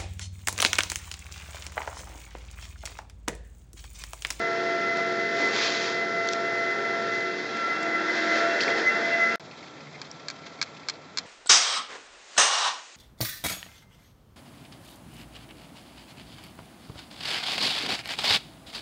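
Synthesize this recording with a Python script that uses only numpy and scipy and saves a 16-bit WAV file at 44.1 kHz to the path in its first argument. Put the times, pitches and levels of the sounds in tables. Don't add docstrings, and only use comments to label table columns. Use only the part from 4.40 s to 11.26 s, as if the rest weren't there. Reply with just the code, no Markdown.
import sys
import numpy as np
from scipy import signal
from scipy.fft import rfft, irfft, next_fast_len
from scipy.io import wavfile
from scipy.ndimage import uniform_filter1d

SR = 44100
rng = np.random.default_rng(int(sys.argv[2]) if len(sys.argv) > 2 else 0)


def unload_wav(signal):
    wavfile.write(
        sys.argv[1],
        SR,
        np.round(np.clip(np.atleast_2d(signal).T, -1, 1) * 32767).astype(np.int16),
    )


def level_to_linear(level):
    exponent = np.asarray(level, float) / 20
    return 10 ** exponent


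N = 302526
T = np.arange(N) / SR
MESH_HZ = 677.3
CUT_S, TAIL_S, START_S = 4.9587, 4.984, 4.9972
BLOW_S = .08

# f/Hz, level/dB per Hz
SLIDE_SPECTRUM = [(500, -30), (900, -4), (1600, 0), (2500, 0.5), (3300, 2), (4500, 0), (5500, -4.5),
                  (6800, -10.5), (8000, -24.5), (10000, -68.5)]


def unit(x):
    return x / np.sqrt(np.mean(x ** 2))


def walk(rate_hz):
    k = 8
    steps = np.repeat(rng.standard_normal(int(T[-1] * rate_hz) + 2), k)
    smooth = unit(uniform_filter1d(uniform_filter1d(steps, k), k))
    return np.interp(T * rate_hz * k, np.arange(len(smooth)), smooth)


def swells(rows):
    total = 0
    for s, rise_s, fall_s, height in rows:
        times = s - max(rise_s, .005), s, s + max(fall_s, .005)
        total = total + height * np.sin(np.pi / 2 * np.interp(T, times, (0, 1, 0))) ** 2
    return total


def shifts(rows, order):
    return swells([(s, half_s, half_s, db) for s, half_s, m, db in rows if round(m) == order])


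def colour(x, points, flicker_db, rate_hz):
    size = next_fast_len(N, True)
    octave = np.log2(np.fft.rfftfreq(size, 1 / SR) + 1)
    hz, db = np.array(points).T
    spec = rfft(x, size) * level_to_linear(np.interp(octave, np.log2(hz), db))
    total = 0
    for centre in range(4, 15):
        band = irfft(spec * np.clip(1 - abs(octave - centre), 0, 1), size)[:N]
        total = total + band * level_to_linear(flicker_db * walk(rate_hz))
    return unit(total)


def tones(lines, fading_db, rate_hz):
    total = 0
    for (hz, db, *start), turn in zip(lines, rng.random(len(lines))):
        level = 2 ** .5 * level_to_linear(db + fading_db * walk(rate_hz))
        total = total + level * np.sin(2 * np.pi * (hz * T + (start or [turn])[0]))
    return total


def ring(hz, t60_s):
    t = T[:int(SR * BLOW_S)]
    return np.sin(2 * np.pi * hz * t) * 1000. ** (-t / t60_s)


def crack(lo_hz, hi_hz, t60_s):
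    t = T[:int(SR * BLOW_S)]
    band = signal.butter(2, [lo_hz, min(hi_hz, .4 * SR)], "band", fs=SR, output="sos")
    noise = unit(signal.sosfilt(band, rng.standard_normal(len(t))))
    return 0.39 * noise * 1000. ** (-t / max(t60_s, .003)) * (1 - t / t[-1])


def add(out, s, sound):
    i = int(s * SR)
    out[i:i + len(sound)] += sound[:N - i]


def clicks(rows):
    out = np.zeros(N)
    for s, db, hz, t60_s, octaves in rows:
        wide = 2 ** np.clip(octaves, .05, 2)
        blow = .5 * ring(hz, max(t60_s, .003)) + crack(hz / wide, hz * wide, t60_s)
        add(out, s + 0.00061, level_to_linear(db) * blow)
    return out


def gears(near, close_db):
    far_db, near_db = (-35, -37, -33.5, -55), (-41, -40.5, -37.5, -53)
    flutter_db, flutter_hz = (0.4, 0.7, 1.0, 1.0), (14, 18, 22, 12)
    wander_rad, jitter_rad, rough_db = .2, .07, .45
    # beat f/Hz, share, start/rad
    beats = [(3.3, 0.12, 3.55), (2.5, 0.07, 0.34), (5.5, 0.13, 3.1), (4.4, 0.39, 0.59)]
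    # t/s, rise/s, fall/s, shift/Hz
    loads = [
        (0.42, 0.12, 0.13, 1.07),
        (1.25, 0.218, 0.213, -3),
    ]
    # t/s, half length/s, multiple, level/dB
    multiple_shifts = [(0.312, 0.098, 1, 4), (0.448, 0.088, 1, -4.5), (0.982, 0.099, 1, 4.5), (1.13, 0.17, 1, -2),
                       (2.367, 0.12, 1, -5.5), (3.117, 0.61, 1, -9), (3.465, 0.083, 1, 6), (3.697, 0.17, 1, -1.5),
                       (4.03, 0.23, 1, 2), (4.217, 0.038, 1, -27), (4.452, 0.15, 1, -16), (4.758, 0.21, 1, 3),
                       (0.443, 0.047, 2, 3.5), (0.876, 0.1, 2, -5), (1.247, 0.17, 2, -5.5), (2.998, 0.11, 2, -14),
                       (3.314, 0.28, 2, 4.5), (3.77, 0.075, 2, -13), (3.95, 0.077, 2, 6.5), (4.213, 0.32, 2, -6.5),
                       (4.683, 0.16, 2, -12.5), (0.205, 0.15, 3, -5.5), (1.788, 0.094, 3, 4.5),
                       (1.064, 0.081, 3, 5.5), (2.647, 0.11, 3, -12), (3.033, 0.31, 3, -5.5), (3.696, 0.039, 3, 9),
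                       (4.265, 0.055, 3, -29), (4.787, 0.18, 3, 4), (4.033, 0.036, 4, 8), (.6, .1, 1, 2),
                       (1.11, .05, 1, -3), (1.8, .1, 1, 3), (3.65, .05, 1, -4), (4.9, .05, 1, -4),
                       (2.52, .08, 1, -3), (4.87, .07, 2, 4), (1.07, .1, 3, 2), (1.47, .12, 3, -3),
                       (4.17, .08, 2, -3), (1.55, .08, 2, -4), (1.65, .03, 2, -7), (4.04, .06, 2, 5),
                       (4.42, .08, 2, -5), (.24, .03, 3, -6), (1.93, .03, 3, -5), (2.3, .15, 3, 1.5),
                       (2.72, .04, 3, 2), (2.93, .06, 3, 4), (3.8, .07, 3, 5), (3.39, .03, 3, -5),
                       (1.087, 0.033, 1, -7.0), (1.197, 0.12, 1, 3.5), (1.696, 0.068, 1, -3.5),
                 (2.877, 0.11, 1, 3), (3.367, 0.047, 1, -10), (3.587, 0.085, 1, -2), (3.697, 0.04, 1, 2),
                 (3.741, 0.049, 1, -11), (3.78, 0.031, 1, 2), (3.87, 0.048, 1, 4.5), (3.958, 0.075, 1, 0),
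                 (4.055, 0.088, 1, 3.5), (4.37, 0.055, 1, -9), (4.704, 0.072, 1, -1), (0.176, 0.036, 2, -8),
                 (0.28, 0.055, 2, -4), (0.913, 0.085, 2, 2.5), (1.053, 0.051, 2, 5), (1.187, 0.036, 2, 2),
                 (1.236, 0.04, 2, 7), (1.742, 0.14, 2, 2), (2.138, 0.082, 2, -2.5), (2.265, 0.088, 2, 1),
                 (2.803, 0.064, 2, -7), (3.036, 0.04, 2, 5), (3.088, 0.053, 2, -7), (3.593, 0.091, 2, 5),
                 (3.722, 0.062, 2, -2), (4.769, 0.04, 2, -6), (0.71, 0.12, 3, -5.5), (0.826, 0.033, 3, 2),
                 (1.426, 0.33, 3, 0), (1.616, 0.12, 3, 3), (1.701, 0.078, 3, -5), (1.97, 0.13, 3, -5.5),
                 (2.21, 0.039, 3, 2), (2.42, 0.039, 3, -9), (2.722, 0.029, 3, 4), (2.844, 0.057, 3, 3),
                 (3.06, 0.03, 3, 5), (3.12, 0.065, 3, -8), (3.426, 0.12, 3, -5), (3.933, 0.12, 3, 1.5),
                 (4.07, 0.13, 3, -10), (4.397, 0.041, 3, -14), (4.486, 0.046, 3, 7), (4.563, 0.04, 3, 2.5),
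                 (4.604, 0.04, 3, -11), (4.768, 0.055, 3, -1.5)]
    levels_db = []
    for i, (beat_hz, share, start_rad) in enumerate(beats):
        db = far_db[i] + (near_db[i] - far_db[i]) * near + close_db
        db = db + flutter_db[i] * walk(flutter_hz[i]) + shifts(multiple_shifts, i + 1)
        beat_rad = 2 * np.pi * beat_hz * T + start_rad + .3 * walk(5.4)
        levels_db.append(db + 20 * np.log10(abs(1 + np.clip(share, 0, .8) * np.exp(1j * beat_rad))))
    turn_rad = 2 * np.pi * (MESH_HZ * T + np.cumsum(swells(loads)) / SR) + wander_rad * walk(8)
    rough = 1 + 1.3 * near
    whine = level_to_linear(levels_db[3] - 3.5) * np.sin(5 * turn_rad)
    for k, db in enumerate(levels_db, 1):
        level = level_to_linear(db + 2.0 + rough * k * rough_db * walk(45))
        whine = whine + level * np.sin(k * turn_rad + rough * k * jitter_rad * walk(35))
    return 2 ** .5 * whine


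def fan(near):
    # order, level/dB
    far_orders = [(5, -50.5), (6, -54), (8, -39.5), (9, -42), (10, -40), (11, -47), (4, -57)]
    near_orders = [(5, -43), (6, -52), (8, -39), (9, -56), (10, -37.5), (11, -56.5), (4, -51)]
    # t/s, half length/s, order, level/dB
    order_shifts = [(0.3, 0.29, 8, 3.5), (.75, 0.15, 8, 5), (.1, 0.27, 10, 1.5), (0.97, .25, 9, 4.5),
                    (3.27, .2, 8, -9), (2.9, .2, 8, 4), (3.75, 0.49, 8, 7), (5, .25, 8, -5.5),
                    (3.85, 0.35, 10, -13), (4.4, .3, 10, 4.5), (4.1, 0.087, 10, -8.5), (4.55, 0.45, 9, 7),
                    (0.68, 0.43, 5, 5.5), (4.9, 0.16, 5, 8.5), (4.4, 0.11, 11, 9.5), (1.8, .12, 11, -9),
                    (3, .3, 11, -8), (4.66, .18, 9, 9), (2.4, .1, 9, 6), (3.48, .2, 10, 3.5)]
    fan_hz = 45.45

    def blades(orders):
        lines = [(k * fan_hz, db + shifts(order_shifts, k), k % 2 / 4) for k, db in orders]
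        return unit(tones(lines, .8, 7))

    mix = level_to_linear(-34.5) * (1 - near) * blades(far_orders) + level_to_linear(-39.5) * near * blades(near_orders)
    return level_to_linear(-1.5 * near) * mix


def mains(near, close_db):
    mains_hz = 300.2
    hum = tones([(mains_hz, -46.5), (3 * mains_hz, -58), (703.5, -50)], 1.5, 5.2)
    second_db = -19 + swells([(3.1, .35, .08, 12), (5.6, 0.17, .1, 10), (3.6, 0.39, .15, -15), (3.7, .1, .1, 5)])
    casing = tones([(2 * mains_hz, second_db), (4 * mains_hz, -26)], 1.5, 5.9)
    return level_to_linear(-4 * near) * hum + near * level_to_linear(-32.5 + close_db) * casing


def pump(near):
    return level_to_linear(-5 * near) * tones([(371.87, -47, .17)], 0.62, 3.4)


def wheel(near, close_db):
    # f/Hz, level/dB
    far_lines = [(1408, -55), (1430, -54), (1452, -55), (1475, -52), (1497, -54), (1518, -48), (1561, -57),
                 (1583, -55), (1604, -51), (1647, -50), (1712, -50), (1782, -51), (1803, -46), (1825, -45),
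                 (1846, -54), (1868, -55), (1911, -54), (1933, -54), (1999, -51), (2065, -52), (2086, -53)]
    near_lines = [(1408, -61), (1432, -51), (1453, -47), (1475, -56), (1518, -54), (1540, -49), (1561, -54),
                  (1583, -52), (1604, -52), (1626, -52), (1650, -57), (1674, -52), (1690, -49), (1712, -53),
                  (1739, -52), (1758, -52), (1782, -49), (1803, -56), (1825, -55), (1846, -49), (1868, -55),
                  (1890, -56), (1911, -55), (1933, -54), (1955, -53), (1976, -50), (1999, -50), (2065, -51),
                  (2086, -49), (2108, -58), (2129, -57)]
    shaft_hz = MESH_HZ / 62

    def odd_orders(lines):
        return [(shaft_hz * (2 * np.round((hz / shaft_hz - 1) / 2) + 1), db) for hz, db in lines]

    far = level_to_linear(-0.17) * tones(odd_orders(far_lines), 2, 4)
    under = level_to_linear(-1.0) * tones(odd_orders(near_lines), 2.8, 4.5)
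    band = signal.butter(3, [1380, 2120], "band", fs=SR, output="sos")
    hiss = unit(signal.sosfilt(band, rng.standard_normal(N)))
    return level_to_linear(close_db) * (far * (1 - near) + under * near + level_to_linear(-43.5) * hiss)


def roar(close_db, slide_db):
    # f/Hz, level/dB per Hz
    roar_spectrum = [(150, -36), (220, -5.5), (450, 0.5), (700, -2.5), (1000, -8), (1500, -8),
                     (2200, -11.5), (3500, -13.5), (5300, -16), (6800, -26.5), (8000, -35.5),
                     (10000, -82.5)]
    # peak/s, rise/s, fall/s, level/dB
    rushes = [
        (0.59, 0.048, .05, 3.5),
        (1.04, 0.13, 0.19, 5),
        (1.3, 0.44, .3, -1.5),
        (4.29, 0.067, .05, 4.5),
        (4.39, 0.05, 0.055, 4.5),
        (.87, 0.059, .06, -3.5),
        (2.85, 0.22, 0.32, -2),
        (3.8, 0.33, .3, -1.5),
    ]
    level_db = -36.5 + 0.59 * close_db + 0.16 * slide_db + swells(rushes)
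    return level_to_linear(level_db) * colour(rng.standard_normal(N), roar_spectrum, 1.0, 9)


def rumble(near):
    # f/Hz, level/dB per Hz
    rumble_spectrum = [(18, -82), (30, -50), (75, -46), (108, -19 ), (140, -9), (216, -4.5), (240, -16),
                       (310, -33), (530, -120)]
    level_db = -59 - 11 * near * (1 - near) - 0.67 * near
    noise = colour(rng.standard_normal(N), rumble_spectrum, 0.47, 16)
    shafts = tones([(90.9, -14.5), (118.65, 2.5 - 5 * near)], .5, 1.1)
    return level_to_linear(level_db) * (level_to_linear(10.0) * noise + shafts)


def skis(slide_db):
    grains = rng.standard_normal(N) * level_to_linear(1.2 * walk(600))
    return level_to_linear(-43.5 + slide_db) * colour(grains, SLIDE_SPECTRUM, .8, 14)


def poles_and_grip():
    # t/s, peak level/dB, centre f/Hz, t60/s, half width/octaves
    pole_clicks = [(.57, -25.5, 4050, .015, 0.86), (1.873, -26, 4600, 0.015, 0.52),
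                   (1.8872, -13, 6100, 0.0062, 0.08), (1.8877, -14, 4440, 0.0096, 0.078),
                   (1.8876, -17, 3470, 0.009, .12), (1.9333, -13, 6200, 0.005, 0.25),
                   (1.9332, -15, 4560, .007, 0.21), (1.9333, -14, 3300, 0.0077, 0.3),
                   (3.169, -26, 3280, .015, 0.85), (3.4275, -32.5, 7350, .012, .1),
                   (3.4293, -24, 5000, .01, .2), (1.913, -33, 4960, .02, .3),
                   (1.919, -31, 5030, 0.056, 0.39), (1.925, -29, 5600, 0.046, 0.41),
                   (4.2048, -10, 2880, .015, .2), (4.2055, -21, 4340, .07, 0.1),
                   (4.2108, -21, 4700, .04, 0.15), (4.2167, -21, 4900, .03, 0.12),
                   (4.2266, -20, 3180, 0.027, 0.15), (4.2335, -20, 4340, 0.06, 0.15),
                   (4.253, -27, 4500, .04, .2), (4.273, -34, 4300, .03, 0.19),
                   (4.3006, -21, 3260, 0.037, .4), (4.312, -31, 4330, .05, 0.15),
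                   (4.321, -21, 3400, .02, .3), (4.28, -27, 348, 0.27, 0.092), (4.2795, -15, 2100, .03, .2)]
    out = clicks(pole_clicks)
    add(out, 4.2052, level_to_linear(-19.5) * crack(2700, 5300, .4))
    return out


def roller(near):
    # peak/s, rise/s, fall/s, level/dB
    groans = [
        (3.42, .25, 0.42, 11.5),
        (3.9, 0.63, 0.55, 19.5),
        (4.4, 0.099, 0.086, 17.5),
        (4.67, 0.18, 0.14, 13.5),
    ]
    return np.sqrt(near) * level_to_linear(-54 + swells(groans)) * tones([(323.4, 0)], .8, 9)


def station():
    # t/s, level/dB
    closeness = [(0.0, 1), (1.0, 0.5), (1.6, -0.8), (2.6, 0.5), (2.95, -1), (3.3, 1.8), (3.65, 3),
                 (3.95, 7.5), (4.3, 7), (4.55, 6), (4.96, 5)]
    # peak/s, rise/s, fall/s, level/dB
    pushes = [(0.95, .5, 0.091, 2.5), (1.04, 0.13, 0.24, 8.5), (1.18, 0.085, 0.25, 13),
              (1.42, 0.28, 0.26, 13), (1.9, 0.18, 0.11, 3), (2.75, .1, 0.14, 4), (3.82, 0.25, 0.58, 8),
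              (3.76, .04, 0.06, 2.5), (3.99, .1, .08, 4), (1.24, 0.042, 0.074, 2.5),
              (4.68, .15, 0.066, 3.5)]
    near = np.interp(T, (2.8, 3.44), (0, 1))
    close_db = np.interp(T, *np.transpose(closeness))
    slide_db = swells(pushes)
    drive = gears(near, close_db - .25 * slide_db)
    drive = drive + fan(near) + mains(near, close_db) + pump(near) + wheel(near, close_db)
    drive = drive + roar(close_db, slide_db) + rumble(near) + roller(near)
    return drive + skis(slide_db) + poles_and_grip()


def mountain_air():
    # f/Hz, level/dB per Hz
    air_spectrum = [(18, -83), (30, -53), (150, -6), (199, -11), (290, -6), (333, -11), (507, -10),
                    (889, -13.5), (976, -15), (1390, -16), (1520, -20), (2060, -19), (8000, -35),
                    (10400, -82), (17600, -120)]
    return level_to_linear(-45.5 - 0.7 * (T - START_S)) * colour(rng.standard_normal(N), air_spectrum, 0.72, 21)


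def rope():
    # peak/s, rise/s, fall/s, level/dB
    hum_swells = [
        (5.52, 0.2, 0.3, 13),
        (4.6, .1, .15, 11),
        (6.5, .25, .2, 12),
        (6.6, .35, .5, -10),
    ]
    whine_swells = [
        (5.35, .25, .1, 1),
        (5.58, 0.16, 0.12, -11),
        (6.0, 0.28, 0.46, 5),
    ]
    far_mesh_hz = 674.8
    hum = level_to_linear(-62.5 + swells(hum_swells)) * tones([(149.7, -2.5)], 1.4, 8) + tones([(90.2, -67.0)], 0.89, 4)
    lines = [(far_mesh_hz, -5), (2 * far_mesh_hz, -.5), (3 * far_mesh_hz, -9)]
    return hum + level_to_linear(-58 + swells(whine_swells)) * tones(lines, 1.5, 8)


def rustle():
    # peak/s, rise/s, fall/s, level/dB
    rubs = [
        (5.0, 0.0092, .02, 6),
        (4.7, .015, .025, 6),
        (5.41, .015, .03, 3),
        (5.3, .04, 0.036, 1.5),
        (5.66, .03, 0.03, 4.5),
        (5.5, .1, 0.055, -2),
        (6.07, 0.064, 0.049, 6.5),
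        (6.6, 0.076, 0.23, -8),
    ]
    grains = rng.standard_normal(N) * level_to_linear(2.6 * walk(150))
    return level_to_linear(-53 + swells(rubs)) * colour(grains, SLIDE_SPECTRUM, 1.3, 20)


def chair_ticks():
    # t/s, peak level/dB, centre f/Hz
    ticks = [(5.1108, -37, 2650), (5.16, -46, 3820), (5.2056, -42, 3670), (5.227, -37, 2200),
             (5.2644, -43, 2490), (5.3774, -40, 2360), (5.404, -41, 2320), (5.469, -38, 2140),
             (5.537, -41, 2000), (5.542, -33, 2100), (5.546, -43, 2250), (5.553, -40, 2150),
             (5.558, -41, 2060), (5.579, -44, 2000), (5.6471, -42, 4250), (5.655, -42, 4300),
             (5.668, -46, 3460), (6.0337, -39, 2230), (6.0526, -43, 4420), (6.0713, -43, 2360),
             (6.189, -37, 2200), (6.2704, -41, 2170), (6.365, -35, 2980), (6.4154, -45, 2110),
             (6.4313, -38, 2260), (6.537, -40, 4400),
             (5.0044, -48, 3910), (5.0932, -51, 3900), (5.1111, -39, 4380), (5.128, -38, 2200),
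                 (5.176, -52, 3900), (5.2269, -41, 4340), (5.242, -47.5, 4400), (5.294, -44, 3300),
                 (5.365, -48, 4090), (5.4045, -45, 5040), (5.415, -47, 4300), (5.5237, -50, 3450),
                 (6.0336, -44, 4270), (6.072, -45, 4100), (6.1877, -43, 4460), (6.4297, -47, 4550),
                 (6.6432, -49, 3990)]
    t60_s, octaves = 0.046, 0.17
    snap = 5.7132, -21, 5600, .007, .18
    return clicks([(*tick, t60_s, octaves) for tick in ticks] + [snap])


def bar():
    # t/s, peak level/dB, low modes/dB
    knocks = [(5.6153, -21.5, -12), (5.6294, -39, -6), (5.8833, -17, -16), (5.9001, -20, -8),
              (5.9084, -29, -13), (6.2139, -8.5, -14), (6.2254, -11.5, -16), (6.234, -30, -17),
              (6.4852, -10, -15), (6.4967, -13.5, -18), (6.7724, -10.5, -19), (6.781, -33.5, -25),
              (6.7841, -10, -29), (6.7924, -30, -21)]
    # f/Hz, level/dB, t60/s
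    bar_modes = [(1020, -27, 0.034), (1290, -11, 0.064), (1640, -4.5, 0.063), (2310, -2, 0.044),
                 (3400, -19, .025), (4300, 9, 0.11), (5100, -6, 0.018), (5080, 2.5, 0.043),
                 (5500, -16, 0.023), (5900, -15, .02), (6320, -26, 0.015), (7360, -17, .02)]
    free_s, settle_s = 0.0041, 0.0009
    out = np.zeros(N)
    t = T[:int(SR * BLOW_S)]
    after_s = np.clip(t - free_s, 0, 1)
    seated = level_to_linear(-10 * np.clip(after_s / settle_s, 0, 1) - 900 * after_s)
    for s, db, low_db in knocks:
        modes = 0
        for hz, mode_db, t60_s in bar_modes:
            a, b = rng.standard_normal(2)
            level = level_to_linear(mode_db + 1.1 * a + (low_db + 25.0) * (hz < 3000))
            modes = modes + level * ring(hz * (1 + 0.0076 * b), t60_s)
        snap = 1.1 * ring(4700, .006) + .4 * ring(6900, .005)
        rattle = level_to_linear(-2.5) * crack(3450, 6600, 0.027) + level_to_linear(-7.5) * crack(920, 4200, 0.072)
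        add(out, s + 0.00085, level_to_linear(db - 5.0) * (seated * modes / abs(modes).max() + snap + rattle))
    return signal.sosfilt(signal.butter(3, 900, "high", fs=SR, output="sos"), out)


def ride():
    return mountain_air() + rope() + rustle() + chair_ticks() + bar()


def scene():
    return np.where(T < (TAIL_S + START_S) / 2, station(), ride())[None]


def blips(x):
    blip_s, share_on = .07, 0.51
    step = (T / blip_s).astype(int)
    pick, on = rng.random((2, int(T[-1] / .05) + 1))
    hz = np.where(pick < .3, 7880 + 200 * pick, 8140 + 300 * pick)[step]
    gate = (on < share_on)[step] * np.sin(np.pi * T / blip_s) ** 2
    level = np.sqrt(abs(uniform_filter1d(x ** 2, 8000)))
    return level_to_linear(-54) * level * gate * np.sin(2 * np.pi * hz * T)


def top_cut(x):
    return signal.sosfilt(signal.butter(12, 15800, fs=SR, output="sos"), x)


def record(dry):
    lead = 2000
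    x = .3 * np.tanh(np.pad(dry, ((0, 0), (lead, 0)), "reflect") / .3)
    x = signal.lfilter(*signal.iirnotch(2890, 9, fs=SR), x)
    x = signal.sosfilt(signal.ellip(8, .3, 70, 7650, fs=SR, output="sos"), x)
    x = signal.sosfilt(signal.ellip(6, .5, 20, 7790, fs=SR, output="sos"), x)[:, lead:]
    x = signal.sosfilt(signal.butter(2, 70, "high", fs=SR, output="sos"), x)
    spill = signal.sosfilt(signal.butter(3, [7900, 8800], "band", fs=SR, output="sos"), x ** 3 * 10)
    x = x + blips(x[0]) + level_to_linear(-19) * spill
    last = (T > CUT_S - .0003) & (T < CUT_S)
    first = (T > START_S) & (T < START_S + .0008)
    stop_s = T[np.argmax(abs(x[0]) * last)]
    start_s = T[np.argmax(abs(x[0]) * first)]
    leftover = level_to_linear(np.interp(T, (TAIL_S - .003, TAIL_S), (-33, -70)))
    edit = np.select([T <= stop_s, T < TAIL_S, T < start_s], [1, leftover, level_to_linear(-79)], 1)
    opening = np.clip(T / .00015, 0, 1)
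    return top_cut(x * edit * opening)


dry = scene()
out = record(dry)
unload_wav(out)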